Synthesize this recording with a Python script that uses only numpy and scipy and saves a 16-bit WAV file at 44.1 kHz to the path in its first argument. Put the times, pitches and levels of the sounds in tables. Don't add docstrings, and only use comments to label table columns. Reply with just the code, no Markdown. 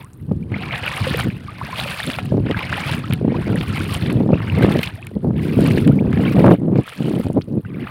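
import sys
import numpy as np
from scipy import signal
from scipy.fft import rfft, irfft, next_fast_len
from scipy.io import wavfile
from scipy.ndimage import uniform_filter1d

SR = 44100
rng = np.random.default_rng(int(sys.argv[2]) if len(sys.argv) > 2 else 0)


def dump_mix(stems):
    frames = np.atleast_2d(stems).T
    limited = np.clip(frames, -1, 1)
    pcm = np.round(limited * 32767).astype(np.int16)
    wavfile.write(sys.argv[1], SR, pcm)


N = 348390
TIME = np.arange(N) / SR

# f/Hz, spectral level/dB
AIR_SPECTRUM = [(30, 21), (300, 3.5), (600, 0.5), (1000, 5), (2000, -6.5), (4000, -52), (6800, -35),
                (9300, -9), (16000, -45)]
RUMBLE_SPECTRUM = [(20, -1), (40, -18.5), (60, -5.5), (100, 3), (140, 2.5), (200, -6), (300, -27),
                   (500, -36.5), (1000, -71)]
BUFFET_SPECTRUM = [(40, -61), (110, -3.5), (170, 3), (250, -0.5), (330, -5), (450, -12.5), (620, -25.5),
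                   (1000, -49.5), (2000, -56), (5000, -90.5)]
TEARING_SPECTRUM = [(200, -19), (450, 17.5), (850, 3), (1300, -11), (2500, -33), (5000, -72)]
SPRAY_SPECTRUM = [(1000, 3.5), (2500, 11.5), (4200, 8), (5500, -3.5), (6900, -8.5), (8000, -3.5), (9200, 5),
                  (11000, -1), (13000, 2.5), (16000, 1.5)]
CHURN_SPECTRUM = [(250, -30.5), (500, -9.5), (900, -5), (1500, -1.5), (2500, 0.5), (3600, -11),
                  (5000, -19.5), (6800, -29), (10000, -45)]
# t/s, level/dB
BREEZE_LEVELS = [(0.0, -41), (0.1, -46.5), (0.315, -26.5), (0.975, -36.5), (1.02, -26.5), (1.315, -29.5),
                 (1.5, -38), (1.855, -32.5), (1.98, -43), (2.365, -23.0), (2.65, -30.5), (3.275, -26.5),
                 (4.315, -25.5), (4.555, -22), (4.76, -24.5), (4.985, -40.0), (5.315, -26), (5.77, -25),
                 (6.165, -24.5), (6.765, -45.5), (7.01, -59), (7.175, -40), (7.225, -34), (7.9, -39)]
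# t/s, duration/s, level/dB, swell from start to end/dB,
# extra tearing as the flow meets the microphone port more squarely/dB
WIND_GUSTS = [(0.283, 0.036, -23.5, 11, 3), (0.525, 0.19, -32, -15, 10), (1.007, 0.078, -44, 4.0, -11),
              (1.264, 0.032, -19.4, -8.5, -12), (2.077, 0.022, -23.5, -6, 14), (2.214, 0.035, -34, -2.0, 6),
              (2.344, 0.063, -20, -5.5, 3.0), (2.449, 0.057, -20, 4.5, 7.5), (2.92, 0.07, -27.5, 5.5, -6),
              (3.128, 0.02, -22.5, -9.5, -6), (3.231, 0.16, -20.5, 2, 3.5), (3.479, 0.13, -20, -3, 7.5),
              (3.686, 0.044, -29, 8, -17), (3.805, 0.19, -30.5, -15, 5), (4.027, 0.23, -18, 7, 0.5),
              (4.282, 0.063, -11.5, 4, 2), (4.581, 0.21, -15.5, -5, 7), (5.142, 0.027, -24.5, 15, 0),
              (5.244, 0.075, -19.5, -3.5, 6), (5.337, 0.218, -20.0, 4, -8), (5.578, 0.258, -14.5, -7.5, -5),
              (5.872, 0.03, -7, 1, -16), (5.937, 0.204, -16.5, -6.5, 2.5), (6.174, 0.14, -15.5, -3.5, -3.5),
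              (6.355, 0.18, -8.5, 5, 5), (6.598, 0.2, -15.5, 8.0, -1), (7.0, 0.205, -18.5, 2.0, 4.0),
              (7.256, 0.049, -20, 1, 9.5), (7.347, 0.035, -16.5, 9, 5.5), (7.485, 0.1, -21, 10.5, -1),
              (7.674, 0.16, -27.5, 11, -13)]
# t/s, level/dB, f/Hz
STRONG_EDDIES = [(0.314, -14, 115), (1.01, -9, 101), (1.109, -9, 138), (2.319, -6, 130), (2.341, -3.5, 158),
                 (2.378, -5, 238), (2.496, -6.5, 216), (2.511, -10, 233), (3.1, -6.5, 113.5),
                 (3.213, -11, 294), (3.246, -5.5, 176), (3.277, -6, 165), (3.321, -10.5, 300),
                 (3.468, -15.5, 258), (4.204, -2.5, 172), (4.297, -8.5, 204), (4.614, -6.5, 123),
                 (4.645, -1.5, 249), (4.685, -3.5, 200), (4.755, -6.5, 260), (5.114, -24, 294),
                 (5.246, -10, 264), (5.304, -8, 123.6), (5.589, -4, 315), (5.774, -3, 221),
                 (6.415, -14, 260), (6.447, -2, 463), (6.465, -7.5, 870), (6.481, -5, 950),
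                 (6.492, 3.5, 242), (6.515, 4.5, 235), (7.366, -6.5, 176), (7.38, -10, 152)]
# t/s, level/dB
RINGING_FOOTFALLS = [(2.187, -34), (3.137, -40.5), (5.068, -64)]
# f/Hz, level/dB, decay time/s
RING_MODES = [(738, -2.5, 0.056), (1295, -6, 0.02), (1664, -8.5, 0.045), (2498, -9, 0.013),
              (2580, -5, 0.02), (3850, -17, 0.035)]
# t/s, level/dB, f/Hz
NEAR_DROPS = [(0.046, -32, 8100), (0.1332, -35.5, 8560), (1.1726, -21, 12400), (2.066, -19, 9700),
              (3.1353, -17, 11800), (3.5571, -24.5, 9450), (4.127, -26, 9500), (4.6273, -26, 13200),
              (4.72, -25, 11000), (5.0685, -24, 9800), (5.6414, -23, 9350), (5.8753, -22.5, 9700),
              (7.285, -36, 9640), (7.3307, -32, 9050)]
# t/s, level/dB, f/Hz
WATER_SLAPS = [(0.5192, -22, 1410), (0.757, -14, 2380), (0.8778, -27, 2330), (1.139, -14, 2570),
               (1.196, -11, 1510), (1.208, -10.5, 2400), (2.1003, -12, 2540), (2.1866, -8.5, 1380),
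               (2.5113, -12.5, 2600), (2.935, -13, 1600), (3.109, -16.5, 1600), (3.125, -14, 2500),
               (3.1353, -11, 2900), (3.6105, -13, 2510), (4.061, -16.5, 2610), (4.101, -18, 2420),
               (4.4029, -25, 1440), (4.79, -11, 2740), (4.8319, -11, 2780), (4.873, -14.5, 2930),
               (5.0698, -25.5, 2340), (5.781, -16, 2300), (5.877, -15, 2420), (6.129, -15.5, 1700),
               (6.174, -16.5, 2120), (6.757, -23, 1960), (7.284, -31, 2300), (7.412, -24, 2220),
               (7.418, -29, 4050), (7.6485, -35, 1490)]
# t/s, level/dB, f/Hz, decay time/s, fractional rise of f per decay time
LARGE_BUBBLES = [(0.034, -35, 940, 0.021, .2), (0.427, -33.5, 2300, 0.0039, 0.032),
                 (0.541, -13, 1950, 0.0054, 0.14), (0.709, -10, 2190, 0.0025, 0.019),
                 (0.864, -7, 2480, 0.0023, 0.16), (0.879, -5, 2310, 0.0022, 0.1),
                 (1.068, -8, 520, 0.0099, 0), (1.141, -10, 1430, 0.0041, 0.49),
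                 (1.145, -6, 465, 0.0051, 0.018), (1.302, -15, 2400, 0.0014, 0.02),
                 (1.483, -18.5, 1147, 0.0088, 0.04), (1.613, -11, 902, 0.0053, 0.21),
                 (1.687, -22.5, 630, 0.012, 0.43), (1.729, -13, 1010, 0.0055, 0.016),
                 (1.799, -5, 3550, 0.0013, 0.084), (1.858, -16.5, 550, 0.0093, .05),
                 (2.001, -9.5, 1710, 0.0036, 0.097), (2.031, -11.5, 3580, 0.0021, 0),
                 (2.134, -10.5, 3270, 0.0014, .05), (2.189, -20, 1220, 0.0053, 0.072),
                 (2.545, -9, 1540, 0.003, 0.041), (2.593, -6.5, 2370, 0.0013, 0.041),
                 (2.612, -18, 1030, 0.0082, 0), (2.727, -3, 1250, 0.0024, 0.31),
                 (2.836, -13, 2250, 0.0043, 0.056), (2.78, -13, 784, 0.006, 0.035),
                 (2.89, -18, 865, 0.0068, 0.063), (2.93, -17, 1510, 0.0047, 0.079),
                 (3.039, -19, 1210, 0.0069, 0.061), (3.343, -16, 890, 0.0096, 0.15),
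                 (3.559, -13, 1720, 0.0024, .09), (3.808, -12.5, 1320, 0.0035, 0.12),
                 (3.951, -4, 2880, 0.00065, 0.024), (4.34, -16, 2350, 0.0037, .13),
                 (4.404, -10.5, 1170, 0.001, 0.048), (4.499, -10.5, 2650, 0.0018, 0.041),
                 (4.626, -9, 1570, 0.0023, 0), (4.829, -13.5, 1945, 0.012, 0.3),
                 (4.979, -30, 590, 0.017, 0.22), (5.027, -19, 2420, 0.0022, .06),
                 (5.069, -23, 2260, 0.0023, 0), (5.709, -9, 1820, 0.0021, .28),
                 (5.774, -16, 1470, 0.0092, 0.51), (5.913, -22.5, 1280, 0.0077, 0.11),
                 (5.988, -19, 2110, 0.0049, 0.13), (6.546, -26, 1150, 0.0062, 0.52),
                 (6.878, -13.5, 1160, 0.0012, .16), (7.071, -22.5, 2840, 0.0026, .05),
                 (7.65, -22.5, 1440, 0.0027, 0.046), (7.871, -13.5, 1180, 0.0019, .11)]
# t/s, extra churn/dB, extra spray/dB
BREAKING_SLOSHES = [(0.545, 0, -12.5), (0.738, 7, -2.5), (0.875, 5, 3), (1.089, -5, 4.5), (1.204, 4, 5.5),
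                    (1.68, 0, -0.5), (1.79, 3, 4.5), (2.08, -4, 3.5), (2.585, 6, 5), (2.73, 1.5, 2.5),
                    (2.93, -1.5, 5.5), (3.6, -3, 7.5), (3.771, 8, 6), (3.941, 6, 6.5), (4.101, 10.5, -1),
                    (4.626, 3, 2.5), (4.835, -3.5, 10), (5.45, -1, 5.5), (5.665, 7.5, 2), (5.785, -1.5, 1),
                    (6.265, 5.5, -4.5), (6.49, -1, -4.5), (6.886, 2, 9)]
# t/s, duration/s, fraction of the duration at top speed, churn level/dB,
# spray level/dB, set-off/dB re top, wake/dB re top, excess of small drops over large/dB
LEG_SWINGS = [(-0.44, 0.46, 0.57, -39.5, -57, -8, -30, 12.5),
              (0.549, 0.67, 0.66, -28.5, -42.5, -8, -14.5, -12.5),
              (1.492, 0.66, 0.48, -31.5, -41.5, -12, -13.5, -8.5),
              (2.465, 0.47, 0.85, -28.5, -43.5, -8.5, -9, -12),
              (3.306, 0.67, 0.77, -34.5, -45.5, -6.5, -4, -9.5),
              (4.347, 0.507, 0.75, -31, -45, -7.5, -14, -7), (5.388, 0.44, 0.58, -36, -44, -4.5, -13, -5),
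              (6.059, 0.48, 0.41, -34.5, -47.5, -12, -30.5, -1.5),
              (6.764, 0.48, 0.51, -42.5, -51, -1.5, -15, -7.5),
              (7.666, 0.4, 0.51, -39, -62.5, -11, -12, 7.5)]

GUST_RISE_S, GUST_FALL_S = 0.013, 0.011
PUSH_S, STOP_S = 0.22, 0.072
REST_DB, WAKE_S, SETTLE_DB = -79.5, 0.28, -14.5
SLOSH_S = 0.021


def gain_of(db):
    return 10 ** (np.asarray(db) / 20)


def unit_rms(x):
    return x / np.sqrt(np.mean(x ** 2) + 1e-20)


def steadied(x, span_s):
    size = max(int(span_s * SR), 8)
    power = uniform_filter1d(uniform_filter1d(x ** 2, size), size)
    return x / np.sqrt(abs(power) + 1e-4 * np.mean(x ** 2))


def glide(events, column):
    rows = np.asarray(events)
    return np.interp(TIME, rows[:, 0] + rows[:, 1] / 2, rows[:, column])


def level_at(spectrum, hz):
    f, db = np.transpose(spectrum)
    return np.interp(np.log(hz + 1), np.log(f), db)


def coloured(x, spectrum, size=4096):
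    log_gain = np.log(gain_of(level_at(spectrum, abs(np.fft.fftfreq(size, 1 / SR)))))
    response = np.exp(np.conj(signal.hilbert(log_gain)))
    taps = np.fft.ifft(response).real[:size // 2]
    return signal.oaconvolve(x, taps)[:N]


def wander(cutoff_hz):
    rolloff = 1 + (np.fft.rfftfreq(N, 1 / SR) / cutoff_hz) ** 4
    return unit_rms(irfft(rfft(rng.standard_normal(N)) / rolloff, N))


def impacts(per_s, spread_db):
    size = gain_of(spread_db * np.minimum(rng.exponential(1, N), 4))
    return size * rng.choice([-1, 1], N) * (rng.random(N) < per_s / SR)


def add(mix, start_s, sound):
    part = mix[max(round(start_s * SR), 0):][:len(sound)]
    part += sound[:len(part)]


def air(level_db=-55):
    return gain_of(level_db) * unit_rms(coloured(rng.standard_normal(N), AIR_SPECTRUM))


def gust_envelope():
    power = np.zeros(N)
    for start, length, db, swell_db, _ in WIND_GUSTS:
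        t = np.arange(-5 * GUST_RISE_S, length + 5 * GUST_FALL_S, 1 / SR)
        edges = np.exp(np.minimum(t, 0) / GUST_RISE_S - np.maximum(t - length, 0) / GUST_FALL_S)
        strength = gain_of(db + swell_db * (np.clip(t / length, 0, 1) - .5))
        add(power, start + t[0], (edges * strength) ** 2)
    return np.sqrt(power)


def eddies(trim_db=-2, cycles=0.71, snap=0.86):
    out, t = np.zeros(N), np.arange(2048) / SR
    for start, db, hz in STRONG_EDDIES:
        age = t * hz / cycles
        phase = 2 * np.pi * cycles * (age + snap * (1 - np.exp(-age)))
        pulse = age * np.exp(-1.6 * age) * np.sin(phase)
        add(out, start, gain_of(db + trim_db) * pulse / abs(pulse).max())
    return out


def wind(sway_db=4.0, flutter_db=2.5, overload=1.7, steepness=1.815, tearing_db=-10):
    breeze = gain_of(np.interp(TIME, *np.transpose(BREEZE_LEVELS)))
    gusts = gust_envelope()
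    flutter = wander(24)
    swaying = coloured(rng.standard_normal(N), RUMBLE_SPECTRUM) * gain_of(sway_db * flutter)
    rumble = steadied(swaying, 0.25) * np.hypot(gain_of(3.0) * breeze, gain_of(-11) * gusts)
    lumps = coloured(impacts(per_s=600, spread_db=3.16), BUFFET_SPECTRUM) * gain_of(flutter_db * flutter)
    buffet = steadied(lumps, 0.025) * np.hypot(gain_of(-4) * breeze, gain_of(0.5) * gusts) + eddies()
    envelope = abs(signal.hilbert(buffet, next_fast_len(N))[:N])
    pressure = overload * np.tanh(envelope / overload)
    tearing = unit_rms(coloured(rng.standard_normal(N), TEARING_SPECTRUM)) * pressure ** steepness
    return rumble + buffet + gain_of(glide(WIND_GUSTS, column=4) + tearing_db) * tearing


def hollow_ring():
    out, t = np.zeros(N), np.arange(SR // 2) / SR
    ring = sum(gain_of(db) * np.exp(-t / decay) * np.sin(2 * np.pi * hz * t)
               for hz, db, decay in RING_MODES)
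    for start, db in RINGING_FOOTFALLS:
        add(out, start, gain_of(db) * ring)
    return out


def splat(hz, width_hz, decay_s, size=1024):
    t, f = np.arange(size) / SR, np.fft.rfftfreq(size, 1 / SR)
    band = 1 / (1 + ((f - hz) / width_hz) ** 4)
    noise = irfft(band * np.exp(2j * np.pi * rng.random(len(f))))
    burst = noise * np.exp(-t / decay_s) * (1 - np.exp(-4 * hz * t))
    return burst / abs(burst).max()


def patter(clicks, low_hz, high_hz, breadth, cycles, count=24):
    size_class, out = rng.integers(0, count, N), np.zeros(N)
    for k, hz in enumerate(np.geomspace(low_hz, high_hz, count)):
        decay = cycles / np.sqrt(hz * 2000) * 2 ** (2 * rng.random() - 1)
        drop = splat(hz, breadth * hz, decay, size=512)
        drop = drop / np.linalg.norm(drop) * np.sqrt(hz)
        out += signal.oaconvolve(clicks * (size_class == k), drop)[:N]
    return out


def drops(trim_db=-1):
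    out = np.zeros(N)
    for start, db, hz in NEAR_DROPS:
        add(out, start, gain_of(db + trim_db) * splat(hz, width_hz=2300, decay_s=0.00092))
    return out


def slaps(trim_db=-2, crack_db=-14):
    out = np.zeros(N)
    for start, db, hz in WATER_SLAPS:
        smack = splat(hz, width_hz=1300, decay_s=0.0028)
        crack = gain_of(crack_db) * splat(7500, width_hz=15000, decay_s=0.00012)
        add(out, start, gain_of(db + trim_db) * (smack + crack))
    return out


def spray(level_db, trim_db=6.0, peak_per_s=3000, mist=0.57, flurry_db=1.3, split_hz=8500):
    rate = peak_per_s * gain_of(0.31 * (level_db - level_db.max()))
    shower = unit_rms(patter(impacts(rate, spread_db=5.5), 2570, 14000, breadth=0.19, cycles=2.4))
    haze = mist * unit_rms(np.sqrt(rate)) * rng.standard_normal(N)
    flurries = unit_rms(gain_of(flurry_db * wander(68)))
    falling = steadied(coloured(shower + haze, SPRAY_SPECTRUM), 0.047) * flurries
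    large_drops = signal.sosfiltfilt(signal.butter(2, split_hz, fs=SR, output="sos"), falling)
    small_drops = falling - large_drops
    fineness = gain_of(glide(LEG_SWINGS, column=7) / 2)
    return gain_of(level_db + trim_db) * (large_drops / fineness + small_drops * fineness)


def bubble(hz, decay_s, rise):
    age = np.arange(int(5 * decay_s * SR)) / (decay_s * SR)
    phase = 2 * np.pi * hz * decay_s * age * (1 + rise * age / 2)
    return (1 - np.exp(-6 * age)) * np.exp(-age) * np.sin(phase)


def plops(trim_db=-3):
    out = np.zeros(N)
    for start, db, hz, decay, rise in LARGE_BUBBLES:
        add(out, start, gain_of(db + trim_db) * bubble(hz, decay, rise))
    return out


def churn(level_db, trim_db=1.5, wash_db=-10.5, spread_db=3.5, cycles=4.44, rise=0.0623, count=14000):
    when, chance, pitch, life, climb, size = rng.random((count, 6)).T
    hz = 400 * (5200 / 400) ** (pitch ** .8)
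    decay = cycles / hz * (hz / 2000) ** 0.44 * 5 ** (life - .5)
    amplitude = gain_of(level_at(CHURN_SPECTRUM, hz) - spread_db * np.log(size * 0.79 + 0.037))
    pitch_rise = 2 * rise * climb ** 2
    density = gain_of(0.3 * (level_db - level_db.max()))
    cloud = np.zeros(N)
    for k in np.flatnonzero(chance < density[(when * N).astype(int)]):
        add(cloud, when[k] * N / SR, amplitude[k] * bubble(hz[k], decay[k], pitch_rise[k]))
    tearing = patter(impacts(per_s=2400, spread_db=3.25), 500, 4600, breadth=0.33, cycles=3.8)
    wash = gain_of(wash_db) * unit_rms(coloured(tearing, CHURN_SPECTRUM))
    return gain_of(level_db + trim_db) * steadied(steadied(cloud, 0.15) + wash, 0.044)


def sloshing(column):
    out, t = np.zeros(N), np.arange(-3 * SLOSH_S, 3 * SLOSH_S, 1 / SR)
    for slosh in BREAKING_SLOSHES:
        add(out, slosh[0] + t[0], slosh[column] * np.exp(-(t / SLOSH_S) ** 2))
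    return out


def swing(start, length, fastest, set_off_db, wake_db, landing_db=-3.0):
    top, end = start + np.clip(fastest, .05, .95) * length, start + length
    times = [start - PUSH_S, start, top, end, end + STOP_S]
    db = np.interp(TIME, times, [REST_DB, set_off_db, 0, landing_db, wake_db])
    return gain_of(db + SETTLE_DB * np.clip((TIME - end) / WAKE_S, 0, 10) ** 2)


def wading(calm_db=-68, drizzle_db=-70, spray_lag=0.035, spray_onset_db=-9.5):
    churn_power, spray_power = gain_of(calm_db) ** 2, gain_of(drizzle_db) ** 2
    for start, length, fastest, churn_db, spray_db, set_off_db, wake_db, _ in LEG_SWINGS:
        push = swing(start, length, fastest, set_off_db, wake_db)
        throw = swing(start, length, fastest + spray_lag, set_off_db + spray_onset_db, wake_db)
        churn_power += (gain_of(churn_db) * push) ** 2
        spray_power += (gain_of(spray_db) * throw) ** 2
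    return (10 * np.log10(churn_power) + sloshing(column=1),
            10 * np.log10(spray_power) + sloshing(column=2))


def scene(clump_db=2.0):
    churn_db, spray_db = wading()
    clumps = unit_rms(gain_of(clump_db * wander(42)))
    water = clumps * (churn(churn_db) + spray(spray_db)) + plops() + slaps() + drops() + hollow_ring()
    return (water + wind() + air())[None]


def record(dry, ceiling=0.92, low_cut_hz=46, high_cut_hz=15950):
    rounded = dry / (1 + (dry / ceiling) ** 4) ** (1 / 4)
    thinned = signal.sosfilt(signal.butter(3, low_cut_hz, "high", fs=SR, output="sos"), rounded)
    low_pass = signal.firwin(511, high_cut_hz, window=("kaiser", 9), fs=SR)
    return signal.oaconvolve(np.clip(thinned, -1, 1), low_pass[None], "same")


dry = scene()
out = record(dry)
dump_mix(out)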